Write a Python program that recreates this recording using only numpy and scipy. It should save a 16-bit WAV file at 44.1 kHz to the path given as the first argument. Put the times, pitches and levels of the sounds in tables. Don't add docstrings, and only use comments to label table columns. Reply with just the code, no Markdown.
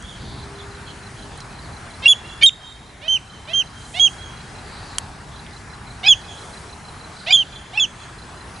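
import sys
import numpy as np
from scipy import signal
from scipy.fft import rfft, irfft, next_fast_len
from scipy.io import wavfile
from scipy.ndimage import uniform_filter1d, minimum_filter1d, map_coordinates

SR = 44100
rng = np.random.default_rng(int(sys.argv[2]) if len(sys.argv) > 2 else 0)


def waveform_to_disk(signal):
    frames = np.transpose(np.atleast_2d(signal))
    scaled = np.clip(frames, -1, 1) * 32767
    samples = np.round(scaled).astype(np.int16)
    wavfile.write(sys.argv[1], SR, samples)


N = 379246

# (frequency [Hz], relative density [dB])
RUMBLE_SPECTRUM = [(12, -35), (20, -16), (38, -3.5), (60, 2), (123, 0), (171, -3.5), (211, -7),
                   (357, -14.5), (400, -17), (520, -40), (880, -120)]
WASH_SPECTRUM = [(150, -15.5), (250, -5.5), (366, -4), (471, -3), (526, -6), (807, 0), (1070, -2),
                 (1590, -2.5), (2120, -7), (2910, -12.5), (3630, -13.5), (3990, -11.5), (5390, -16),
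                 (10500, -19.5), (11000, -26), (14300, -72), (22000, -120)]
# (time [s], relative level [dB])
RUMBLE_ENVELOPE = [(0, -37), (.14, -41), (.26, -34), (.56, -41), (1.4, -40), (2.7, -40.5), (5.9, -41),
                   (7.7, -43), (8.6, -42.5)]
WASH_ENVELOPE = [(0, -47.5), (.5, -46.5), (2.1, -45.5), (4.2, -46.5), (4.9, -45), (5.15, -47.5), (7.2, -46),
                 (7.9, -48), (8.6, -46)]
HUM_ENVELOPE = [(.15, -58), (.35, -46.5), (.65, -41.5), (.95, -49), (1.25, -48.5), (1.5, -58)]
# (frequency [Hz], correlation [0-1])
AIR_COHERENCE = [(60, 1), (140, 1), (340, 0.82), (820, 0.76), (1960, 0.64), (4690, 0.81), (11200, 1)]
# (middle time [s], duration [s], centre [Hz], bandwidth [Hz], level [dB])
HISS_SWELLS = [(.31, .45, 3940, 1600, -45.5), (3.98, 0.55, 8000, 5000, -45.5),
               (4.862, .5, 4300, 1200, -46.5), (6.499, .55, 7200, 6500, -50), (7.3, .45, 4300, 1400, -46.5)]
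# (first chirp [s], last chirp [s], relative level [dB])
CHIRP_RUNS = [(0.402, 1.196, -46), (1.384, 2.263, -45.5), (2.67, 2.866, -46), (3.274, 4.925, -45.5),
              (5.365, 6.388, -45), (6.542, 7.171, -43.5), (7.35, 7.529, -43.5), (8.005, 8.566, -46)]
# (time [s], duration [s], top pitch [Hz],
# relative level [dB])
FAR_WHISTLES = [(.01, 0.18, 3393, -44), (0.578, 0.061, 3540, -45), (0.856, 0.069, 3305, -45),
                (0.859, .06, 4250, -53), (1.157, 0.11, 3250, -49.5), (1.328, 0.041, 3490, -49),
                (1.61, 0.062, 4460, -50), (5.31, 0.067, 3430, -51)]
# (time [s], relative peak [dB], centre [Hz], bandwidth [Hz])
DRY_TICKS = [(0.024, -32.5, 6970, 3000), (1.375, -35, 8850, 3000), (1.404, -27, 5400, 5000),
             (5.465, -31, 3272, 889)]
# (time [s], relative peak [dB])
SHARP_CLICK = [(4.984, -3.5)]
# (frequency [Hz], relative density [dB])
CLICK_SPECTRUM = [(180, -48), (300, -33), (875, -6), (2550, -10.5), (3200, 5.5), (3830, -14), (4390, -3.5),
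                  (6200, -6), (6690, -4), (7660, -0.5), (11000, -2.5), (14300, -41), (22000, -120)]
# (delay [s], relative level [dB])
ECHO_ENVELOPE = [(.004, 17), (0.032, 0.5), (.07, -6.5), (.14, -21), (.18, -8), (.225, -6.5), (.27, -13.5),
                 (.4, -21), (.6, -35)]
# (frequency [Hz], gain [dB])
ECHO_RESPONSE = [(700, 9.5), (2500, -1.5), (3300, 1), (5000, 1), (6600, 6.5), (10000, -5)]
THROAT_RESPONSE = [(520, -2.5), (680, 1), (880, -6), (1250, -27), (1700, -5.5), (2400, 5.5), (3800, 2.5),
                   (4700, -11), (5800, -14), (6800, -25.5), (10000, -33)]
# (time [s], left minus right [dB])
CALL_BEARING = [(2.5, -2.7), (3.13, -5.3), (4.04, -6.2), (6.1, -3.1), (7.81, -3.9)]
# (time [s], duration [s], first pitch [Hz], last pitch [Hz], fundamental [dB], overtones [dB])
CROAK_NOTES = [(2.022, 0.047, 505, 571, -41, -35.5), (2.412, 0.021, 580, 619, -39, -25),
               (3.013, 0.069, 520, 670, -38, -42), (3.474, .061, 560, 701, -37, -40),
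               (3.938, 0.058, 612, 760, -35, -35), (6.032, .05, 685, 843, -29.5, -29.5),
               (7.263, 0.06, 560, 806, -32.5, -31), (7.729, 0.052, 660, 905, -33.5, -40.5)]
# (time [s], duration [s], pitch [Hz], pitch slope [ratio], level [dB],
# level slope [dB], octave [dB re tone], third harmonic [dB re tone], growl [0-1])
YELP_NOTES = [(2.058, 0.017, 2770, 0.037, -4.5, 0, -29.5, -30.5, 0.02),
              (2.424, .011, 2285, .01, -13.5, -1, -9.5, -26, 0.12),
              (2.433, .031, 3185, .012, -2.8, -4, -22.5, -20.5, .02),
              (6.063, .019, 2520, 0.024, -14.5, 2, -5.5, -32, 0.16),
              (7.306, 0.021, 2414, 0.061, -16, -5.5, -6, -21.5, 0.09),
              (7.775, 0.024, 2650, -0.031, -16, -2, -19.5, -35, 0.04)]
# (time [s], duration [s], pitch [Hz], pitch slope [ratio],
# final fall [ratio], level [dB], level slope [dB], octave [dB re tone], third harmonic [dB re tone])
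WHISTLE_NOTES = [(2.079, 0.057, 3420, -0.0052, 0.19, -6, 2, -17, -23),
                 (2.463, .033, 3705, -0.084, 0.36, -3, -5.5, -14, -38),
                 (3.081, 0.097, 3128, -.008, .19, -11.5, 4, -15.5, -35),
                 (3.534, .092, 3182, -0.018, .155, -13.5, 6.5, -13.5, -37),
                 (3.997, 0.086, 3292, -0.024, 0.17, -9, 4.5, -13.5, -34.5),
                 (6.082, 0.058, 3314, -0.15, 0.12, -6.5, 1.5, -14.5, -34.5),
                 (7.323, 0.11, 3211, -.03, 0.12, -13, 3.5, -21.5, -36),
                 (7.326, 0.047, 3464, -.04, 0.16, -8.5, 2, -13.5, -32),
                 (7.798, 0.059, 3285, -.19, 0.1, -14.5, 0, -11, -43)]


def amp(db):
    return 10 ** (np.asarray(db) / 20)


def unit_rms(x):
    return x / np.sqrt(np.mean(x ** 2) + 1e-20)


def at_frequency(points, hz):
    knots_hz, values = np.transpose(points)
    return np.interp(np.log(hz + 1), np.log(knots_hz + 1), values)


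def envelope(points):
    return np.interp(np.arange(N) / SR, *np.transpose(points))


def wobble(rate, size=N):
    knots = rng.standard_normal(int(size * rate / SR) + 4)
    return map_coordinates(knots, [np.arange(size) * rate / SR])


def filtered(x, response):
    size = next_fast_len(x.shape[-1] + SR // 4)
    return irfft(rfft(x, size) * response(np.fft.rfftfreq(size, 1 / SR)), size)[..., :x.shape[-1]]


def add(track, start, sound):
    part = track[max(round(start * SR), 0):][:len(sound)]
    part += sound[:len(part)]


def panned(x, left_db):
    gains = amp(np.array([[.5], [-.5]]) * left_db)
    return x * gains / gains.mean(axis=0)


def note_window(length, fade):
    t = np.arange(int((length + 2 * fade) * SR)) / SR - fade
    gate = np.sin(np.pi / 2 * np.clip(.5 + np.minimum(t, length - t) / fade, 0, 1)) ** 2
    return t + fade, np.clip(t / length, 0, 1), gate


def diffuse_noise(spectrum, patchy_db):
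    cells = signal.stft(rng.standard_normal((2, N)), nperseg=512)[2]
    patches = uniform_filter1d(rng.standard_normal(cells.shape[1:]), size=6, axis=0)
    patches = uniform_filter1d(patches, size=16, axis=1)
    pair = signal.istft(cells * amp(patchy_db * unit_rms(patches)), nperseg=512)[1][:, :N]

    def mid_side(hz):
        angle = np.arccos(np.clip(at_frequency(AIR_COHERENCE, hz), -1, .98)) / 2
        return amp(at_frequency(spectrum, hz)) * [np.cos(angle), np.sin(angle)]

    mid, side = filtered(pair, mid_side)
    return unit_rms(np.array([mid + side, mid - side]))


def open_air(hum_hz):
    rumble = amp(envelope(RUMBLE_ENVELOPE) + 0.5) * diffuse_noise(RUMBLE_SPECTRUM, patchy_db=0.68)
    wash = amp(envelope(WASH_ENVELOPE) + 6) * diffuse_noise(WASH_SPECTRUM, patchy_db=1.7)
    phase = 2 * np.pi * np.cumsum(hum_hz * (1 + 0.0025 * wobble(13))) / SR
    hum = amp(envelope(HUM_ENVELOPE) + 1.2 * wobble(7.5)) * np.sin(phase)
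    return rumble + panned(wash, left_db=0.9) + hum


def hiss_swells():
    track = np.zeros(N)
    for middle, length, hz, width, db in HISS_SWELLS:
        u = np.linspace(0, 1, int(length * SR))
        hiss = filtered(rng.standard_normal(len(u)), lambda f: 1 / (1 + (2 * (f - hz) / width) ** 4))
        add(track, middle - length / 2, amp(db) * np.sin(np.pi * u) * unit_rms(hiss))
    return track


def cricket(start_hz, end_hz, stroke_s, spacing_s, period_s, first_db, gain_db):
    track = np.zeros(N)
    u = np.linspace(0, 1, int(stroke_s * SR))
    for first, last, db in CHIRP_RUNS:
        count = round((last - first) / period_s) + 1
        for start in np.linspace(first, last, count) - stroke_s / 2:
            detune, accent_db = rng.standard_normal(2)
            hz = (start_hz + (end_hz - start_hz) * u ** 2) * (1 + 0.0025 * detune)
            pulse = amp(db + gain_db) * np.sin(np.pi * u) * np.sin(2 * np.pi * np.cumsum(hz) / SR)
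            add(track, start, amp(first_db + accent_db) * pulse)
            add(track, start + spacing_s, pulse)
    return track


def far_birds(droop, waver, flutter):
    track = np.zeros(N)
    for start, length, hz, db in FAR_WHISTLES:
        u = np.linspace(0, 1, int(length * SR))
        pitch = hz * (1 - droop * (u - .35) ** 2 + waver * wobble(488, len(u)))
        phase = 2 * np.pi * np.cumsum(pitch) / SR
        tone = np.sin(phase) + amp(-17) * np.sin(2 * phase)
        add(track, start, amp(db) * np.sqrt(abs(np.sin(np.pi * u))) * tone)
    return track * (1 + flutter * wobble(450))


def snap(response, t60):
    t = np.arange(SR // 20) / SR
    burst = filtered(rng.standard_normal(len(t)), response) * amp(-60 * t / t60)
    return burst / abs(burst).max()


def ticks():
    track = np.zeros(N)
    for start, db, hz, width in DRY_TICKS:
        add(track, start, amp(db) * snap(lambda f: 1 / (1 + (2 * (f - hz) / width) ** 2), t60=0.028))
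    for start, db in SHARP_CLICK:
        add(track, start, amp(db + 0.5) * snap(lambda f: amp(at_frequency(CLICK_SPECTRUM, f)), t60=0.013))
    return track


def marsh_echo(x):
    t = np.arange(int(.6 * SR)) / SR
    delay, db = np.transpose(ECHO_ENVELOPE)
    shared, left, right = rng.standard_normal((3, len(t))) * amp(np.interp(t, delay, db, left=-120))
    tail = shared + 0.43 * np.array([left, right])
    tail = filtered(tail / np.linalg.norm(tail[0]), lambda hz: amp(at_frequency(ECHO_RESPONSE, hz)))
    return signal.fftconvolve(x[None], tail, axes=1)[:, :N]


def croaks(bend_power, jitter, shimmer_db, dispersion, rasp_db, attack_s, attack_db, fade_s):
    track = np.zeros(N)
    harmonic = np.arange(1, 13)[:, None]
    for start, length, first_hz, last_hz, fundamental_db, buzz_db in CROAK_NOTES:
        t, u, gate = note_window(length, fade_s)
        hz = (first_hz + (last_hz - first_hz) * u ** bend_power) * (1 + jitter * wobble(600, len(t)))
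        phase = 2 * np.pi * np.cumsum(hz) / SR
        source_db = np.where(harmonic == 1, fundamental_db, buzz_db)
        gains = np.sqrt(2) * amp(source_db + at_frequency(THROAT_RESPONSE, harmonic * hz))
        voice = (gains * np.cos(harmonic * phase - dispersion * harmonic ** 2)).sum(axis=0)
        noise = rng.standard_normal(len(t))
        hiss = unit_rms(filtered(noise, lambda f: amp(at_frequency(THROAT_RESPONSE, f)) * f / (f + 3000)))
        rasp = amp(buzz_db + rasp_db) * hiss * (1 + np.cos(phase))
        swell = amp(shimmer_db * wobble(501, len(t)) - attack_db * np.exp(-u * length / attack_s))
        add(track, start - fade_s, gate * swell * (voice + rasp))
    return track


def syrinx(t, hz, db, octave_db, third_db, growl=0, jitter=0.0032, shimmer_db=.5, rasp_db=-19):
    size = len(t)
    phase = 2 * np.pi * np.cumsum(hz * (1 + jitter * wobble(500, size))) / SR
    tone = np.sin(phase) + amp(octave_db) * np.sin(2 * phase) + amp(third_db) * np.sin(3 * phase)
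    tone *= 1 + growl * np.cos(phase / 3)
    roughness = amp(rasp_db) * (.06 + np.exp(-t / .012))
    rasp = wobble(1500, size) * np.sin(phase) + .5 * wobble(2000, size) * np.sin(1.5 * phase)
    return np.sqrt(2) * amp(db + shimmer_db * wobble(220, size)) * (tone + roughness * rasp)


def yelps(fade_s):
    track = np.zeros(N)
    for start, length, hz, slope, db, slope_db, octave_db, third_db, growl in YELP_NOTES:
        t, u, gate = note_window(length, fade_s)
        pitch = hz * (1 + slope * (u - .5))
        level = db + slope_db * (u - .5)
        add(track, start - fade_s, gate * syrinx(t, pitch, level, octave_db, third_db, growl))
    return track


def whistles(arch, fall_power, release_db, release_power, octave_dip_db, fade_s):
    track = np.zeros(N)
    for start, length, hz, slope, fall, db, slope_db, octave_db, third_db in WHISTLE_NOTES:
        t, u, gate = note_window(length, fade_s)
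        edge = (2 * u - 1) ** 2
        pitch = hz * (1 + slope * (u - .5) - arch * edge - fall * u ** fall_power)
        level = db + slope_db * (u - .5) - release_db * u ** release_power
        tone = syrinx(t, pitch, level, octave_db - octave_dip_db * edge, third_db)
        add(track, start - fade_s, gate * tone)
    return track


def scene():
    near = croaks(bend_power=.68, jitter=.011, shimmer_db=1.8, dispersion=0.328, rasp_db=-11,
                  attack_s=0.01, attack_db=13.5, fade_s=.006)
    near += yelps(fade_s=.005)
    near += whistles(arch=0.034, fall_power=11.5, release_db=17, release_power=7.2,
                     octave_dip_db=5, fade_s=.005)
    far = far_birds(droop=.25, waver=.03, flutter=0.76)
    chirps = cricket(start_hz=4100, end_hz=3945, stroke_s=.019, spacing_s=.034, period_s=.175,
                     first_db=-2.5, gain_db=4)
    direct = panned(near, envelope(CALL_BEARING)) + panned(far + chirps, left_db=-7)
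    direct += panned(ticks(), left_db=-3)
    echoes = panned(amp(-18) * marsh_echo(near), left_db=-3) + amp(-4) * marsh_echo(far)
    return direct + echoes + hiss_swells() + open_air(hum_hz=401)


def record(dry):
    ceiling, recovery_db_per_s, cutoff_hz = .95, 3.6, 11220
    excess_db = 20 * np.log10(np.maximum(abs(dry).max(axis=0) / ceiling, 1))
    recovered_db = recovery_db_per_s * np.arange(N) / SR
    reduction_db = np.maximum.accumulate(excess_db + recovered_db) - recovered_db
    gain = uniform_filter1d(minimum_filter1d(amp(-reduction_db), size=120), size=120)
    return filtered(dry * gain, lambda hz: hz < cutoff_hz)


dry = scene()
out = record(dry)
waveform_to_disk(out)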